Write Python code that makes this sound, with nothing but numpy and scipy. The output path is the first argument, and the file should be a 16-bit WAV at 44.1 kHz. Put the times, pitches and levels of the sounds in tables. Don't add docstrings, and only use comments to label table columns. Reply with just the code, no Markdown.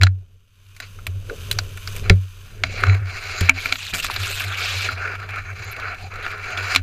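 import sys
import numpy as np
from scipy import signal
from scipy.fft import rfft, irfft, next_fast_len
from scipy.io import wavfile
from scipy.ndimage import uniform_filter1d

SR = 44100
rng = np.random.default_rng(int(sys.argv[2]) if len(sys.argv) > 2 else 0)


def waveform_to_disk(signal):
    frames = np.transpose(np.atleast_2d(signal))
    scaled = np.clip(frames, -1, 1) * 32767
    samples = np.round(scaled).astype(np.int16)
    wavfile.write(sys.argv[1], SR, samples)


N = 300762

# [pitch_hz, width_hz, level_db]
HOUSING_MODES = [(411.4, 230, -13), (635, 39, 1.5), (736.7, 150, 1), (880, 110, -37), (1257, 550, 2),
                 (1425, 260, 6.5), (1681, 590, 3.5), (2300, 410, 7), (2632, 287, 0.5), (2964, 290, -25.5),
                 (3450, 320, -16), (3984, 310, -10), (4497, 1200, -15), (5900, 310, -20.5),
                 (7020, 680, -22.5), (8460, 1400, -33), (10770, 1100, -35), (13500, 1600, -33.5)]
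# [pitch_hz, level_db, time_to_fall_60_db_s]
MOUNT_MODES = [(95.4, 0, 0.73), (168.4, -13.5, 0.15), (257, -43.5, 0.099), (376, -16.5, 0.082),
               (409, -22.5, 0.1), (543, -26, .09), (755, -39, .08)]
# [time_s, level_db]
SHAKE_LEVEL = [(0, -39), (.5, -56.5), (.8, -48), (1.0, -38), (1.25, -36), (1.58, -29), (1.82, -39),
               (2.08, -24), (2.27, -48.5), (2.52, -37), (2.86, -24.5), (3.05, -37.5), (3.65, -36),
               (3.85, -43), (3.98, -33), (5.0, -37.5), (5.5, -36.5), (6.82, -36)]
# [start_s, length_s, level_db, sharp_edge_db, swell_from_start_to_end_db, stem_pitch_hz]
STEM_STROKES = [(0.803, 0.022, -39, 0.5, 5, 2000), (2.027, 0.04, -39.5, -8.5, -3, 1396),
                (2.436, 0.17, -56, -3.5, -2.5, 1420), (2.633, 0.014, -37.5, 1, -2.5, 2320),
                (2.679, 0.13, -35, 1.5, 3.5, 2300), (2.769, 0.18, -29.5, -11.5, 0, 2175),
                (2.96, 0.13, -35.5, -20, 6, 1450), (3.044, 0.13, -31.5, -3, 5, 2170),
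                (3.196, .26, -26, -2.5, 5, 2170), (3.533, .19, -32.5, -2, 2.5, 2450),
                (3.923, 0.06, -36, -14, -6.5, 1900), (4.068, 0.23, -31, -5.5, 2, 1646),
                (4.356, 0.18, -30, -20, 2, 1540), (4.556, .37, -30, -3.5, 1.5, 2420),
                (4.952, 0.18, -27.5, -13.5, 1.5, 1518), (5.174, 0.056, -35, -11, 0, 1380),
                (5.268, .12, -32.5, -14.5, -1, 1290), (5.431, 0.076, -34.5, -14, -0.5, 2330),
                (5.541, 0.18, -32.5, -7.5, 2.5, 2217), (5.742, 0.19, -34.5, -14.5, -4, 1386),
                (5.954, 0.1, -41.5, -3.5, 1, 2640), (6.097, .22, -29, -14, 4.5, 1320),
                (6.327, 0.21, -24.5, -11, 8, 1400), (6.562, 0.19, -28, -5, 0.5, 1460),
                (6.685, 0.037, -26, 1.5, 5, 2660)]
STEM_ATTACK_S, STEM_RELEASE_S = 0.023, 0.034
EDGE_HZ, SNAP_HZ = 3200, 8300


def undb(db):
    return 10 ** (np.asarray(db) / 20)


def unit(x):
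    return x / np.sqrt(np.mean(x ** 2) + 1e-20)


def add(out, s, sound):
    i = max(0, int(s * SR))
    out[i:i + len(sound)] += sound[:max(0, N - i)]


def curve(points):
    return np.interp(np.arange(N) / SR, *np.transpose(points), left=-120, right=-120)


def walk(rate):
    step = max(2, int(SR / rate))
    stairs = np.repeat(rng.standard_normal(N // step + 2), step)
    return unit(uniform_filter1d(stairs, step)[:N])


def bins(size):
    return np.maximum(np.fft.rfftfreq(size, 1 / SR), 1)


def colour(x, points):
    hz, db = np.transpose(points)
    size = next_fast_len(len(x))
    gain = undb(np.interp(np.log(bins(size)), np.log(hz), db))
    return irfft(rfft(x, size) * gain, size)[:len(x)]


def ring(resonances, size=2048):
    f = bins(size)
    power = sum(undb(db) ** 2 / (1 + ((f * f - hz * hz) / (f * width)) ** 2) ** 2
                for hz, width, db in resonances)
    cepstrum = irfft(np.log(power + 1e-8))
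    cepstrum[0] /= 2
    cepstrum[size // 2:] = 0
    return irfft(np.exp(rfft(cepstrum)))[:size // 2]


def cut(x, hz, kind):
    return signal.sosfilt(signal.butter(5, hz, kind, fs=SR, output="sos"), x)


def patchy(x, spread_db, rate, count=16):
    size = next_fast_len(N, True)
    spectrum = rfft(x, size)
    place = np.interp(np.log(bins(size)), np.log([700, 13000]), [0, count - 1])
    out = np.zeros(N)
    for k in range(count):
        band = irfft(spectrum * np.maximum(1 - abs(place - k), 0), size)[:N]
        out += band * undb(spread_db * walk(rate))
    return out


def strokes(table, attack_s, release_s):
    body, treble = np.zeros(N), np.zeros(N)
    for s, length, db, treble_db, swell_db, *_ in table:
        t = np.arange(int((length + .2) * SR)) / SR
        swell = undb(db + swell_db * (np.minimum(t / length, 1) - 1.5))
        attack = np.minimum(t / attack_s, 1)
        release = np.exp(-(np.maximum(t - length, 0) / release_s) ** 2)
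        gain = swell * attack * release
        add(body, s, gain ** 2)
        add(treble, s, (gain * undb(treble_db)) ** 2)
    return np.sqrt(body), np.sqrt(treble)


def friction(slip_rate, slip_db, catch_rate, catch_db):
    return rng.standard_normal(N) * undb(slip_db * walk(slip_rate) + catch_db * walk(catch_rate))


def rasp(catch_hz, wander, uneven, size_db):
    speed = catch_hz * np.exp(wander * walk(14) + uneven * walk(600))
    turns = np.cumsum(speed) / SR
    at = np.flatnonzero(np.diff(np.floor(turns)))
    catches = np.zeros(N)
    catches[at] = undb(size_db * np.clip(rng.standard_normal(N)[:len(at)], -2, 2))
    return unit(catches)


def scrape(press, edge_gain, rasp_db=-2):
    # [pitch_hz, width_hz, level_db]
    rib_modes = [(4044, 260, 4.5), (4730, 300, -2.5), (5100, 220, -8), (6480, 350, -5), (7180, 370, -8.5)]
    sing_db, ring_db, housing_db = -7, -11, -1.5
    stem_q = 7.6
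    force = unit(friction(slip_rate=1000, slip_db=0, catch_rate=130, catch_db=2.05))
    force = force + undb(rasp_db) * rasp(catch_hz=375.4, wander=.35, uneven=.4, size_db=2)
    shell = patchy(signal.fftconvolve(force, ring(HOUSING_MODES))[:N], spread_db=2.5, rate=45, count=10)
    sing = patchy(signal.fftconvolve(force, ring(rib_modes))[:N], spread_db=6.5, rate=14, count=20)
    body = unit(cut(shell, EDGE_HZ, "low"))
    edge = unit(cut(shell, EDGE_HZ, "high"))
    out = body * press * undb(housing_db)
    out += unit(edge + unit(sing) * undb(sing_db)) * edge_gain
    for stem in STEM_STROKES:
        gain, _ = strokes([stem], STEM_ATTACK_S, STEM_RELEASE_S)
        stem_ring = signal.lfilter(*signal.iirpeak(stem[-1], stem_q, SR), body)
        out += unit(stem_ring) * gain * undb(ring_db)
    return out


def swish(press, hiss_gain, catch_hz=330):
    # [pitch_hz, level_db]
    blade_colour = [(300, -20), (900, -10), (1400, 1), (1800, 1.5), (2100, 0.5), (2600, 9.5), (3100, 4),
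                    (3700, 4.5), (4700, -2), (5500, -6), (7200, -9), (9700, -25), (13300, -22),
                    (16000, -35)]
    slide = unit(friction(slip_rate=1300, slip_db=1.0, catch_rate=110, catch_db=1.2))
    crackle = rasp(catch_hz, wander=.5, uneven=.8, size_db=4.5)
    grip = np.clip(2 * hiss_gain / (press + 1e-9), 0, .8)
    mix = slide * np.sqrt(1 - grip ** 2) + crackle * grip
    blades = patchy(colour(mix, blade_colour), spread_db=4.0, rate=65, count=14)
    body = cut(blades, SNAP_HZ, "low") / np.std(cut(blades, [EDGE_HZ, SNAP_HZ], "band"))
    hiss = unit(cut(blades, SNAP_HZ, "high"))
    return body * press + hiss * hiss_gain


def wisps():
    # [start_s, length_ms, level_db]
    wisp_rows = [(4.904, 19, -51.5), (5.64, 12, -51.5), (5.712, 19, -42.5)]
    out = np.zeros(N)
    for s, ms, db in wisp_rows:
        size = int(ms * SR / 1000)
        hiss = cut(rng.standard_normal(size), [10500, 14200], "band")
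        add(out, s, unit(hiss * signal.windows.tukey(size)) * undb(db))
    return out


def knocks(blows, strike=2.63, press_s=.0005, chatter_db=-22, chatter_s=0.011, ping_growth=0.97):
    # [pitch_hz, level_db, time_to_fall_60_db_s]
    barrel_modes = [(265, -22.5, 0.229), (643, -34, 0.2), (920, -24, 0.06), (1573, -36.5, 0.17),
                    (2040, -32.5, .1), (2555, -40, .14)]
    contact_s, contact_doubling_db = 0.0014, 22
    twig_gain, twig_q = 2.5, 3.5
    out, shell = np.zeros(N), ring(HOUSING_MODES)
    t, tail = np.arange(SR // 20) / SR, np.arange(SR // 2) / SR
    window = SR // 100
    bands = [(EDGE_HZ, "low"), ([EDGE_HZ, SNAP_HZ], "band"), (SNAP_HZ, "high")]
    ping = sum(undb(db) * np.sin(2 * np.pi * hz * tail) * np.exp(-np.log(1000) * tail / t60)
               for hz, db, t60 in barrel_modes)
    for s, db, edge_db, snap_db, twig_hz in blows:
        contact = np.exp(-t / (contact_s * 2 ** (-db / contact_doubling_db)))
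        chatter = undb(chatter_db) * np.exp(-t / chatter_s)
        force = rng.standard_normal(len(t)) * (contact + chatter) * (1 - np.exp(-t / press_s))
        force[int(press_s * SR)] += strike
        force = force + twig_gain * signal.lfilter(*signal.iirpeak(twig_hz, twig_q, SR), force)
        hit = signal.fftconvolve(force, shell)[:len(t)]
        hit = sum(unit(cut(hit, *band)) * undb(d) for band, d in zip(bands, (0, edge_db, snap_db)))
        add(out, s, hit * np.sqrt(window / len(t)) * undb(db))
        add(out, s, ping * undb(ping_growth * db))
    return out


def ticks(press):
    ticks_per_s, tick_db, scatter_db = 14, -6, 2
    edge_db, snap_db = -7.5, -19
    twig_hz, scatter_octaves = 2100, 0.58
    chance = rng.random((200, 4))
    times = np.cumsum(-np.log(1 - chance[:, 0])) / ticks_per_s + STEM_STROKES[0][0]
    rows = []
    for s, (size, edge, pitch) in zip(times, 2 * chance[:, 1:] - 1):
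        if s < N / SR:
            brushing_db = 20 * np.log10(press[int(s * SR)] + 1e-6)
            rows.append((s, brushing_db + tick_db + scatter_db * size, edge_db + scatter_db * edge,
                         snap_db, twig_hz * 2 ** (scatter_octaves * pitch)))
    return rows


def jolts(glide=0.016, glide_s=0.076, thump_hz=52, thump_s=0.021, thump_db=-11):
    # [start_s, level_db, rise_ms, settled_pitch_hz]
    jolt_rows = [(0, -3, 34, 93.26), (1.068, -20, 26, 89.6), (1.133, -21, 39, 93.5), (1.512, -17, 53, 99.1),
                 (2.103, -2, 0.94, 94.2), (2.865, -6, 32, 96.6), (2.995, -15.5, 30, 94.7),
                 (3.412, -11.5, 2.1, 87.9), (3.935, -23, 1.3, 93.6), (4.18, -22, 33, 94.1),
                 (4.421, -24.5, 52, 97.1), (4.738, -23, 33, 95.1), (4.91, -23, 29, 92.2),
                 (5.589, -28, 17.7, 100), (6.768, -23.5, 35, 92)]
    jolt_t60_s, upper_at_1ms_db, softening_db = 0.38, 7, 14.5
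    out, t = np.zeros(N), np.arange(SR) / SR
    turns = 2 * np.pi * (t + glide * glide_s * (1 - np.exp(-t / glide_s)))
    thump = np.sin(2 * np.pi * thump_hz * t) * np.exp(-t / thump_s)
    for s, db, rise_ms, hz in jolt_rows:
        rise = rise_ms / 1000
        upper_db = upper_at_1ms_db - softening_db * np.log10(rise_ms)
        modes = [(hz, 0, jolt_t60_s)] + [(f, d + upper_db, life) for f, d, life in MOUNT_MODES[1:]]
        since_peak = np.maximum(t - rise, 0)
        swing = sum(undb(d) * np.sin(f * turns) * np.exp(-np.log(1000) * since_peak / life)
                    for f, d, life in modes)
        attack = np.minimum((t + 1 / SR) / rise, 1)
        add(out, s, (swing + thump * undb(thump_db + upper_db)) * attack * undb(db))
    return out


def sway(hum_db=-0.5, upper_db=-12, waver_db=3):
    tugs = rng.standard_normal(N)
    modes = [signal.lfilter([1], [1, -np.exp((2j * np.pi * hz - np.log(1000) / t60) / SR)], tugs)
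             for hz, db, t60 in MOUNT_MODES]
    lowest = modes[0]
    even = lowest.real / (abs(lowest) + np.std(lowest) / 2)
    hum = unit(even) * undb(waver_db * walk(24))
    upper = sum(unit(z.real) * undb(db + upper_db) for z, (hz, db, t60) in zip(modes[1:], MOUNT_MODES[1:]))
    return (unit(cut(hum, 101.4, "low")) + upper) * undb(curve(SHAKE_LEVEL) + hum_db)


def groans():
    # [start_s, length_s, pitch_hz, width_hz, level_db]
    groan_rows = [(1.268, 0.1025, 426, 130, -36), (5.963, 0.15, 758, 130, -46)]
    out = np.zeros(N)
    for s, length_s, hz, width_hz, db in groan_rows:
        size = int(length_s * SR)
        tone = signal.fftconvolve(rng.standard_normal(SR), ring([(hz, width_hz, 0)]), "valid")[:size]
        add(out, s, unit(tone * np.hanning(size)) * undb(db))
    return out


def handling(press, rub_db=-8, rub_growth=1.288, drag_db=-16, rumble_db=-2.5, braced_db=-6):
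    # [pitch_hz, level_db]
    dull_colour = [(110, -32), (200, -15), (265, 0), (310, -8), (400, 9), (460, 4), (560, 2.5), (750, -7.5),
                   (920, -17), (1400, -31.5), (4000, -60.5)]
    # [pitch_hz, level_db]
    rumble_colour = [(8, -4.5), (25, 4), (55, -10.5), (80, -10.5), (130, -13.5), (250, -25.5), (900, -76)]
    rub = unit(colour(friction(slip_rate=240, slip_db=2.0, catch_rate=72, catch_db=2.9), dull_colour))
    rumble = unit(colour(rng.standard_normal(N), rumble_colour))
    shake_db = curve(SHAKE_LEVEL)
    rub_gain = np.hypot(undb(rub_db + rub_growth * shake_db), press * undb(drag_db))
    rumble_gain = undb(shake_db + rumble_db + braced_db * np.tanh(unit(press)))
    return rub * rub_gain + rumble * rumble_gain


def rustle(gain_db=3):
    # [pitch_hz, width_hz, level_db]
    air_modes = [(1055, 160, -3), (1400, 660, -1), (2460, 460, 0.5), (2960, 760, 0), (3650, 600, -4.5),
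                 (4670, 1600, -8.5), (6230, 930, -5.5), (7460, 900, -13), (8150, 1800, -15),
                 (10900, 5900, -13.5), (13700, 2600, -16)]
    # [time_s, level_db]
    grass_level = [(0.0, -71), (0.47, -70.5), (0.69, -60), (0.94, -54), (1.19, -56), (1.34, -48),
                   (1.46, -43.5), (1.51, -46.5), (1.76, -48.5), (1.97, -41), (2.1, -54), (2.45, -52.5),
                   (2.67, -57.5), (2.7, -69)]
    # [time_s, level_db]
    brush_level = [(2.7, -56.5), (6.82, -58)]
    slips = friction(slip_rate=4700, slip_db=3.5, catch_rate=53, catch_db=0.5)
    leaves = signal.fftconvolve(slips, ring(air_modes))[:N]
    return unit(leaves) * (undb(curve(grass_level) + gain_db) + undb(curve(brush_level)))


def scene():
    # [start_s, length_s, level_db, fine_hiss_db,
    # swell_from_start_to_end_db]
    blade_strokes = [(3.59, 0.17, -38, -6, 3), (3.78, 0.12, -30, -10, 6), (3.935, 0.063, -36, -2.5, -3),
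                     (4.022, 0.031, -29.5, -6.5, -2.5), (4.1, 0.11, -36.5, -5.5, -0.5),
                     (4.19, 0.243, -30, -3.5, 2.5), (4.45, 0.1, -35.5, -10, 2.5),
                     (4.57, 0.29, -30.5, -12.5, 1.5), (5.98, 0.039, -46.5, -12, 6),
                     (6.22, 0.1, -50.5, -12, -3.5)]
    # [start_s, level_db, sharp_edge_db, snap_db, twig_pitch_hz]
    knock_rows = [(0.013, -19, -12, -27, 2127), (0.021, -23, -2, -27, 2600), (0.033, -13, 1.5, -27, 1670),
                  (0.0679, -21.5, -10.5, -38, 1650), (0.764, -45.5, -2, -7, 2190),
                  (0.801, -31, -4, -13.5, 1930), (0.988, -41, -26.5, -24, 1350),
                  (1.067, -25.5, -5.5, -10, 2900), (1.296, -29.5, -17, -47, 1270),
                  (1.5125, -26.5, 8, 0, 2890), (1.526, -37.5, 0, 0, 3920), (1.587, -22, 1.5, -15, 5170),
                  (1.773, -35, -9, -10, 2790), (1.874, -31.5, 0, -13, 5300),
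                  (1.962, -35.5, -25, -1.5, 3000), (2.097, -8.5, -4.5, -33, 2000),
                  (2.6361, -14.5, -5, -47.5, 2250), (2.8357, -12, -18, -34, 1360),
                  (2.867, -26, -8.5, -37, 1245), (2.896, -21, -16, -47.5, 2286), (3.408, -26, -1, -8, 1600),
                  (3.4884, -18, -29.5, -38, 2300), (3.4936, -2, -18.5, -31, 2550),
                  (3.657, -18, -12, -22, 2440), (3.7237, -14.5, -2.5, -26, 2340),
                  (3.7558, -28, -1.5, -29, 2360), (3.936, -24.5, -2.5, -15.5, 2430),
                  (3.947, -25, -6, -9, 2390), (4.044, -23.5, -22, -9, 1110), (4.086, -35.5, -23, -34, 1300),
                  (4.099, -24.5, -21, -24.5, 890), (4.162, -26.5, 0, -18.5, 4300),
                  (4.405, -24, -26, -18, 2530), (4.888, -20, -25, -31, 1430), (6.2635, -24, -16, -32, 1640),
                  (6.574, -27, -0.5, -27, 2490), (6.7487, -17, -1, -17, 2480),
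                  (6.76, -10.5, -0.5, -19.5, 2430)]
    stem, edge = strokes(STEM_STROKES, STEM_ATTACK_S, STEM_RELEASE_S)
    blade, hiss = strokes(blade_strokes, attack_s=0.0058, release_s=.02)
    grass = rustle() + scrape(stem, edge) + swish(blade, hiss) + wisps()
    mount = jolts() + sway() + groans() + handling(stem)
    twigs = knocks(knock_rows) + knocks(ticks(np.hypot(stem, blade)))
    return (grass + mount + twigs)[None]


def record(dry):
    held = dry / (1 + (dry / 1.05) ** 8) ** (1 / 8)
    return signal.sosfilt(signal.ellip(10, .2, 80, 15250, fs=SR, output="sos"), held)


dry = scene()
out = record(dry)
waveform_to_disk(out)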